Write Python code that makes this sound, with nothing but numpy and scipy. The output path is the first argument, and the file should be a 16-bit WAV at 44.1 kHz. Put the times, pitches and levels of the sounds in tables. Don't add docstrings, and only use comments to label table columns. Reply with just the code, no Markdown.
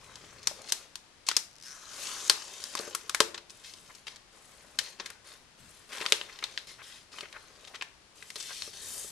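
import sys
import numpy as np
from scipy import signal
from scipy.fft import rfft, irfft, next_fast_len
from scipy.io import wavfile
from scipy.ndimage import uniform_filter1d

SR = 44100
rng = np.random.default_rng(int(sys.argv[2]) if len(sys.argv) > 2 else 0)


def wav_out(sig):
    wavfile.write(sys.argv[1], SR, np.round(np.clip(np.atleast_2d(sig).T, -1, 1) * 32767).astype(np.int16))


N = 401751

# f/Hz, level/dB
QUIET_COLOUR = [(15, -15), (25, -0.5), (120, -3), (300, -6), (1200, -8.5), (5000, -12.5), (11000, -23),
                (16000, -61)]
QUIET_DB = -61.5
# f/Hz, t60/s
ROOM_DECAY = [(200, 0.25), (500, 0.6), (1400, 0.38), (4000, 0.25), (10000, 0.25)]
# nominal delay/s, level/dB
ECHOES = [(.0019, -12), (.0046, -17), (.0058, -18)]
# f/Hz, level/dB before scaling by frequency, t60/s
HOLLOW_MODES = [(351, -40, 0.54)]
# f/Hz, side level/dB
FILM_WIDTH = [(400, -23), (2000, -10.5), (9000, -6)]
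# t/s, length/s, level/dB
GRIPS = [(0.0, 0.58, -63.5), (5.6, 0.078, -60.5), (8.604, 0.85, -65.5)]
# f/Hz, level/dB
GRIP_COLOUR = [(25, -11), (70, -3.5), (120, -4), (220, -10), (600, -42)]
# t/s, length/s, level/dB, pitch f/Hz
RUBS = [(0.508, .012, -45.5, 614), (3.887, 0.028, -47.5, 1410), (6.286, 0.021, -46.5, 1870),
        (6.778, 0.051, -47.5, 1680), (7.214, 0.053, -47, 1880), (7.328, 0.059, -46.5, 1530),
        (7.732, 0.037, -48, 1900), (8.482, 0.049, -47, 1410)]
# t/s, level/dB over 5 ms
FLAPS = [(2.299, -39), (2.797, -33), (2.877, -36.5), (3.2044, -18), (6.011, -36), (6.124, -28.5),
         (7.23, -43), (8.359, -43), (8.677, -43.5), (9.046, -44.5)]
# nominal f/Hz, level/dB, t60/s
SHEET_MODES = [(371, 7.5, 0.055), (438, 8.5, 0.063), (577, 5.5, 0.041), (1190, 7.5, 0.022)]
# t/s, nominal level/dB over 5 ms, nominal ring f/Hz, length/s
CRINKLES = [(0.156, -45, 5600, .003), (0.428, -51, 5000, .012), (0.619, -46.5, 7000, .003),
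            (0.685, -43.5, 4500, .018), (1.265, -42.5, 5400, .02), (1.297, -39, 3500, .012),
            (1.339, -51, 3000, .022), (2.769, -40.5, 3870, .012), (2.79, -33, 4700, .003),
            (3.499, -46.5, 5500, .0066), (3.736, -46.5, 4650, .005), (3.948, -48.5, 6150, .0071),
            (4.069, -42.5, 2680, .014), (4.16, -48, 4500, .006), (5.921, -46, 2300, .05),
            (5.98, -34.5, 2800, .003), (6.004, -38.5, 2300, .025), (6.053, -33, 1700, .003),
            (6.388, -44.5, 3300, .003), (7.206, -39.5, 3500, .003), (7.326, -45.5, 3500, .003),
            (7.644, -50.5, 2600, .009), (7.674, -47.5, 3500, .01), (7.745, -46.5, 3000, .021),
            (7.821, -35, 2400, .003), (8.226, -46.5, 2530, .003), (8.401, -43, 4850, .01),
            (8.427, -38.5, 6000, .003)]
# t/s, nominal jerk level/dB over 5 ms
SLIPS = [(1.51, -60), (1.6, -51.5), (1.68, -49), (1.79, -59), (2.16, -50.5), (2.28, -41)]
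FIRST_SLIPS_PER_S, SLIP_DOUBLING_S = 66, 0.32
# t/s, bright ring f/Hz, low bending f/Hz
FILM_PITCHES = [(1.66, 5380, 1675), (1.78, 6250, 1300), (2.17, 6530, 1200), (2.6, 7400, 884),
                (3.7, 4520, 1580), (5.9, 2820, 1350), (8.65, 4040, 613), (8.95, 8000, 547)]
# t/s, bright ring level/dB, low bending level/dB
SINGING = [(1.62, -49, -54.5), (1.8, -60, -58.5), (2.18, -60, -52.5), (2.72, -59, -93)]
# t/s, hiss level/dB, flexing body/dB and fine fizz/dB relative to the hiss
PEEL = [(1.609, -58, -24, 1.5), (1.87, -56, -7, -5), (2.02, -43, -9.5, -4), (2.29, -46.5, -3, -9),
        (2.36, -49.5, -5, -8), (2.7, -49, -7.5, -6.5), (2.82, -48, 7.5, -3.5), (2.97, -57.5, -0.5, -9)]
PEEL_END_S = 3.2
# t/s, length/s, hiss level/dB, body/dB and fizz/dB relative to the hiss
STROKES = [(0.0, 0.44, -60.5, 5.5, -6), (0.454, 0.39, -58, 2.5, -5.5), (3.492, 0.49, -63, -1, 1),
           (3.637, 0.064, -52, -31, -6), (4.064, 0.07, -56, -3, -6), (4.32, 0.5, -66.5, 4, 3),
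           (4.79, 0.093, -50.5, -5.5, -3), (4.987, 0.12, -57, 5, -8), (5.243, 0.1, -57, 0, -2),
           (5.576, 0.28, -63, -1, 2), (5.89, 0.042, -52.5, -0.5, -2.5), (5.924, 0.24, -48.5, 0.5, 1),
           (6.18, 0.44, -56.5, -3, -6.5), (6.67, 0.041, -50, -11, -4), (6.824, 0.15, -53, -9, -3),
           (7.116, 0.1, -51.5, -4, -6), (7.27, 0.57, -62.5, 1, -4), (8.152, 0.26, -58.5, -7, -0.5),
           (8.375, 0.3, -45.5, -19, -3), (8.727, 0.36, -49, -10, -2), (8.815, 0.24, -50, -44, 6.5)]
GRAB_SHARE, LET_GO_S, SWELL_DB = 0.028, 0.051, 2
# f/Hz, level/dB
HISS_COLOUR = [(900, -20.5), (1600, -6.5), (3300, 0), (6200, 0), (7500, -8), (11000, -51.5)]
BODY_COLOUR = [(60, -33), (250, -2), (340, 0), (450, 1), (800, -6.5), (1150, -5), (1700, -9), (2600, -16),
               (5000, -74)]
FIZZ_COLOUR = [(4000, -28), (6200, -11), (7500, -5.5), (10000, -6), (12000, -12.5), (13500, -26),
               (16000, -48)]
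# t/s, level/dB over 5 ms, facet ring f/Hz, low flex/dB, top edge/dB, length/ms (at least 0.5)
SNAPS = [(0.472, -20.5, 5200, -1, -1.5, 1.44), (0.7218, -20.5, 890, -13, -2.5, 1.57),
         (0.956, -36, 1050, -14.5, -8, 0.9), (1.287, -20, 940, -11, -8.5, 1.34),
         (1.3137, -28, 1380, -5.5, -18, 1.93), (1.3662, -17, 5400, -3, 0, 1.6),
         (2.297, -12, 4260, 1, -1.5, 1.63), (2.6398, -33.5, 5070, -0.5, 3, 0.5),
         (2.752, -29, 4870, 19.5, 7, 1.14), (2.9489, -26, 1290, -2, 3.5, 1.87),
         (3.0952, -28.5, 1190, -6, -5.5, 1.15), (3.1467, -22.5, 1790, 2.5, -1, 1.4),
         (3.2034, -14, 970, -4, -7, 1.85), (3.344, -35, 7600, 1, -26.5, 4.3),
         (3.3773, -37.5, 1000, -7, -20.5, 3.3), (4.7878, -21.5, 1680, -14.5, -11.5, 2.46),
         (4.9979, -32.5, 5900, 6.5, -28, 4.8), (5.059, -35.5, 1750, -9, -8.5, 3.5),
         (5.102, -42, 1950, 0, 2, 1.54), (6.0624, -25, 1280, -11.5, -25, 0.71),
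         (6.1224, -14, 2970, -4, -8.5, 0.85), (6.2128, -32.5, 3240, 6.5, -21, 0.87),
         (6.4252, -34.5, 2220, 11, -16, 2.3), (6.4393, -27, 3860, -1, -10.5, 1.9),
         (6.576, -28.5, 1680, -16, -28, 0.55), (7.184, -38, 2970, 14, -14, 3.7),
         (7.811, -33.5, 2340, -0.5, -30, 2.5), (8.303, -39, 2030, -5, -3.5, 1.6),
         (8.3568, -34, 4120, 4, -2, 4.8), (8.621, -33, 3880, -1, -13, 0.56)]
# f/Hz, level/dB
SNAP_COLOUR = [(100, -25.5), (350, -7), (600, -13), (980, -5.5), (2500, -4), (5000, -1.5), (9000, -3.5),
               (12500, -12), (16000, -56)]
REBOUND_S, REBOUND_DB, REBOUND_FLEX_DB, REBOUND_SLOWER = .0038, -14.5, 8.5, 1.6
EDGE_HZ = 15800


def gain_of(db):
    return 10 ** (np.asarray(db) / 20)


def evened(x):
    return x / np.sqrt(np.mean(x ** 2) + 1e-20)


def read(points, hz):
    f, value = np.transpose(points)
    return np.interp(np.log(hz + 1), np.log(f + 1), value)


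def peak(hz, centre_hz, width):
    return 1 / (1 + (np.log((hz + 1) / centre_hz) / width) ** 2)


def add(mix, s, sound):
    part = mix[..., max(round(s * SR), 0):][..., :sound.shape[-1]]
    part += sound[..., :part.shape[-1]]


def coloured(x, points):
    size = next_fast_len(N + 4096)
    gain = gain_of(read(points, np.fft.rfftfreq(size, 1 / SR)))
    return irfft(rfft(x, size) * gain, size)[..., :N]


def click(db):
    log_gain = np.log(gain_of(np.r_[db, db[-2:0:-1]]))
    return np.fft.ifft(np.exp(np.conj(signal.hilbert(log_gain)))).real


def at_level(x, db):
    return x * gain_of(db) * np.sqrt(.005 * SR / np.sum(x ** 2))


def spread(mid, side, width=FILM_WIDTH):
    side = coloured(side, width)
    return np.array([mid + side, mid - side])


def hand_clock(size=44):
    return np.arange(0, N + size, size) / SR


def smooth(gain):
    return np.interp(np.arange(N) / SR, hand_clock(), gain)


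def stroke(start, length):
    t = hand_clock() - start
    u = np.clip(t / length, 0, 1)
    attack = np.sqrt(np.clip(u / GRAB_SHARE, 0, 1))
    arch = gain_of(-SWELL_DB * (2 * u - 1) ** 2)
    return attack * arch * np.exp(-np.clip((t - length) / LET_GO_S, 0, 20))


def resonate(x, hz, width_hz):
    turn = np.exp(2j * np.pi * np.cumsum(hz * np.ones(x.shape[-1])) / SR)
    r = np.exp(-np.pi * width_hz / SR)
    return evened((turn * signal.lfilter([1], np.poly([r, r]), x / turn)).real)


def releases(tick_share, ticks_per_s=500, size_db=6.5, tick_s=0.0028):
    happens = rng.random(N) < ticks_per_s / SR
    sizes = gain_of(size_db * np.minimum(rng.exponential(1, N), 3.5)) * happens
    swell = signal.lfilter([1], [1, -np.exp(-1 / (tick_s * SR))], sizes ** 2)
    power = (1 + tick_share ** 2 * swell / swell.mean()) / (1 + tick_share ** 2)
    return np.sqrt(power) * rng.standard_normal((2, N))


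def buckle(length_ms, grit=0.49, reach=1.2, count=4, size=2048):
    u = (np.arange(size) * 1000 / SR - 2).clip(0) / length_ms
    burst = grit * rng.standard_normal(size) * 2 * np.sqrt(u / length_ms) * np.exp(-u)
    jumps = (np.arange(count) + rng.uniform(-.5, .5, count)).clip(0) / (count - 1) * reach
    heights = np.sin(np.pi * np.arange(1, count + 1) / (count + 1))
    at = np.searchsorted(u, jumps, "right").clip(0, size - 1)
    burst[at] += rng.choice([-1, 1], count) * heights
    z = rfft(burst)
    flat = z / np.sqrt(uniform_filter1d(abs(z) ** 2, 70) + 1e-9)
    return irfft(flat)[:size // 2]


def quiet():
    noise = evened(coloured(rng.standard_normal((2, N)), QUIET_COLOUR))
    return gain_of(QUIET_DB) * spread(*noise, width=[(40, -5.5), (400, -5.5), (6000, 0.5)])


def room(x, scattered, near_db=-12, near_t60=0.3, tail_db=-15):
    t = np.arange(SR // 2) / SR
    taps = rng.standard_normal((3, len(t))) * (rng.random((3, len(t))) < 6000 / SR)
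    taps = (taps[:2] + taps[2]) * np.clip((t - .002) / 0.0025, 0, 1)
    hz, frame_s, z = signal.stft(taps, SR, nperseg=256)
    decay = gain_of(-60 * frame_s / read(ROOM_DECAY, hz)[:, None])
    tail = signal.istft(z * decay, SR, nperseg=256)[1][:, :len(t)]
    near = rng.standard_normal((2, len(t))) * gain_of(-60 * t / near_t60) * (t > .003)
    response = np.zeros((2, len(t)))
    for part, db in ((near, near_db), (tail, tail_db)):
        response += gain_of(db) * part / np.linalg.norm(part, axis=1, keepdims=True)
    for hz, db, t60 in HOLLOW_MODES:
        wave = np.sin(2 * np.pi * (hz * t + rng.random()))
        response += gain_of(db - 60 * t / t60) * wave * hz / SR * 2 * np.pi
    echoes = np.zeros_like(response)
    for delay, db in ECHOES:
        for side in echoes:
            add(side, delay * rng.uniform(0.74, 1.1), gain_of([db]))
    reflected = signal.fftconvolve(x, echoes, axes=1) + signal.fftconvolve(scattered, response, axes=1)
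    return x + reflected[:, :N]


def grips():
    rumble = evened(coloured(rng.standard_normal((2, N)), GRIP_COLOUR))
    gain = sum(gain_of(db) * stroke(start, length) for start, length, db in GRIPS)
    return spread(*rumble * smooth(gain))


def rubs(width_share=0.96, tick_share=2):
    grain, out = releases(tick_share), np.zeros((2, N))
    for s, length, db, hz in RUBS:
        arch = signal.windows.cosine(round(length * SR))
        scuff = resonate(grain[:, round(s * SR):][:, :len(arch)], hz, width_share * hz)
        add(out, s, gain_of(db) * arch * scuff)
    return spread(*out)


def flaps(push_db=-2, push_hz=300):
    t, out = np.arange(SR // 5) / SR, np.zeros(N)
    push = gain_of(push_db) * np.cos(2 * np.pi * push_hz * t) * np.exp(-4 * push_hz * t)
    for s, db in FLAPS:
        pop = push.copy()
        for hz, mode_db, t60 in SHEET_MODES:
            detuned_hz = hz * rng.uniform(.96, 1.04)
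            pop += gain_of(mode_db - 60 * t / t60) * np.sin(2 * np.pi * detuned_hz * t)
        add(out, s, at_level(pop, db))
    return signal.sosfilt(signal.butter(1, 330, "high", fs=SR, output="sos"), out)


def crinkles(ring_db=11, ring_width=0.73, dull_db=6, wander_oct=0.4, gap_s=0.0037, size=1024):
    hz, out = np.fft.rfftfreq(size, 1 / SR), np.zeros((2, N))
    for s, db, ring_hz, length in CRINKLES:
        for start in np.arange(s, s + length, gap_s):
            late, pitch, strength = rng.uniform(-1.1, 1, 3)
            ring = peak(hz, ring_hz * 2 ** (wander_oct * pitch), ring_width)
            colour = read(SNAP_COLOUR, hz) + ring_db * ring
            facet = click(colour - dull_db * np.log2(np.maximum(hz / ring_hz, 1)))
            for part in out:
                burst = signal.fftconvolve(buckle(1.9), facet)
                add(part, start + gap_s * (late - 1) / 2, at_level(burst, db + 4 * strength))
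    return spread(*out)


def shivers(shiver_db=-20, t60=0.12, delay_s=0.0054, tick_share=1.7, mid_db=5, mid_hz=2400, mid_width=0.56):
    t = hand_clock()
    power = sum((t > s + delay_s) * gain_of(db - 60 * abs(t - s) / t60) ** 2 for s, db, *_ in SNAPS)
    colour = [(hz, db + mid_db * peak(hz, mid_hz, mid_width)) for hz, db in SNAP_COLOUR]
    crackle = evened(coloured(releases(tick_share), colour))
    return spread(*crackle * gain_of(shiver_db) * smooth(np.sqrt(power)))


def slips(ring_db=11, ring_width=0.16, uneven_db=4, size=1024):
    hz, out = np.fft.rfftfreq(size, 1 / SR), np.zeros((2, N))
    times, levels = np.transpose(SLIPS)
    at, ring_hz, _ = np.transpose(FILM_PITCHES)
    s = times[0]
    for gap, strength in rng.uniform(-1, 1, (size, 2)):
        if s > times[-1]:
            break
        ring = peak(hz, np.interp(s, at, ring_hz), ring_width)
        film = click(read(SNAP_COLOUR, hz) + ring_db * ring)
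        level = np.interp(s, times, levels) + uneven_db * strength
        for part in out:
            add(part, s, at_level(signal.fftconvolve(buckle(1), film), level))
        rate = FIRST_SLIPS_PER_S * 2 ** ((s - times[0]) / SLIP_DOUBLING_S)
        s += (1 + gap / 2) / rate
    return spread(*out)


def singing(ring_width_hz=1150, bend_width_hz=700, patchy_db=2):
    t, out = hand_clock(), np.zeros((2, N))
    at, *pitches = np.transpose(FILM_PITCHES)
    s, *levels = np.transpose(SINGING)
    pulling = np.clip((t - s.min()) / LET_GO_S, 0, 1) * (t < s.max())
    for hz, db, width in zip(pitches, levels, (ring_width_hz, bend_width_hz)):
        patches = patchy_db * evened(uniform_filter1d(rng.standard_normal(len(t)), size=30))
        gain = gain_of(np.interp(t, s, db) + patches) * pulling
        band = resonate(rng.standard_normal((2, N)), smooth(np.interp(t, at, hz)), width)
        out += band * smooth(gain)
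    return spread(*out)


def facets(x, patchy_db=2.5, ring_db=6, bend_db=6, width=1.0, size=1024):
    hz, s, z = signal.stft(x, SR, nperseg=size)
    field = rng.standard_normal(z.shape[1:])
    for _ in range(2):
        field = uniform_filter1d(uniform_filter1d(field, 5, axis=0), 7, axis=1)
    at, ring_hz, bend_hz = np.transpose(FILM_PITCHES)
    db = patchy_db * evened(field)
    db += ring_db * peak(hz[:, None], np.interp(s, at, ring_hz), width)
    db += bend_db * peak(hz[:, None], np.interp(s, at, bend_hz), width)
    return signal.istft(z * gain_of(db), nperseg=size)[1][:, :N]


def slide(crackle=1.22, hiss_db=1.0, body_db=-2, fizz_db=-1):
    t = hand_clock()
    s, *columns = np.transpose(PEEL)
    level, body, fizz = (np.interp(t, s, db) for db in columns)
    pulling = np.clip((t - s[0]) / LET_GO_S, 0, 1) * np.clip((PEEL_END_S - t) / LET_GO_S, 0, 1)
    power = (pulling * gain_of([level, level + body, level + fizz])) ** 2
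    for start, length, level, body, fizz in STROKES:
        power += gain_of([[level], [level + body], [level + fizz]]) ** 2 * stroke(start, length) ** 2
    flexing = np.minimum(power[1] / (power[0] + 1e-20), 1)
    tick_share = crackle * smooth(np.sqrt(np.sqrt(flexing)))
    out = np.zeros((2, N))
    colours, trims = (HISS_COLOUR, BODY_COLOUR, FIZZ_COLOUR), (hiss_db, body_db, fizz_db)
    for colour, db, gain in zip(colours, trims, np.sqrt(power)):
        layer = evened(coloured(facets(releases(tick_share)), colour))
        out += layer * gain_of(db) * smooth(gain)
    return spread(*out)


def snaps(ring_db=11.5, ring_width=0.24, scattered_ring_db=7, size=1024):
    hz, out, scattered = np.fft.rfftfreq(size, 1 / SR), np.zeros((2, N)), np.zeros(N)
    for s, db, ring_hz, flex_db, edge_db, length_ms in SNAPS:
        first = s, db, flex_db, length_ms
        back_s = s + REBOUND_S * 2 ** rng.random()
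        rebound = back_s, db + REBOUND_DB, flex_db + REBOUND_FLEX_DB, length_ms * REBOUND_SLOWER
        ring = peak(hz, ring_hz, ring_width)
        for start, level, flex, ms in first, rebound:
            colour = read(SNAP_COLOUR, hz) + read([(1200, flex), (4000, 0), (10000, edge_db)], hz)
            facet = click(colour + ring_db * ring)
            for part in out:
                burst = signal.fftconvolve(buckle(max(ms, .5)), facet)
                add(part, start - .002, at_level(burst, level))
            add(scattered, start, at_level(click(colour + scattered_ring_db * ring), level))
    return spread(*out), scattered


def scene(slide_room_share=0.85):
    sliding = slide() + singing()
    aimed, scattered = snaps()
    rustle = shivers() + crinkles() + rubs() + flaps() + slide_room_share * sliding
    film = room(aimed + rustle, scattered + rustle) + (1 - slide_room_share) * sliding
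    balance_db = [[2.1], [-2.9]]
    return (film + grips() + quiet() + slips()) * gain_of(balance_db)


def record(dry):
    low_pass = signal.firwin(255, EDGE_HZ, window=("kaiser", 9), fs=SR)
    return signal.oaconvolve(np.clip(dry, -1, 1), low_pass[None], "same")


dry = scene()
out = record(dry)
wav_out(out)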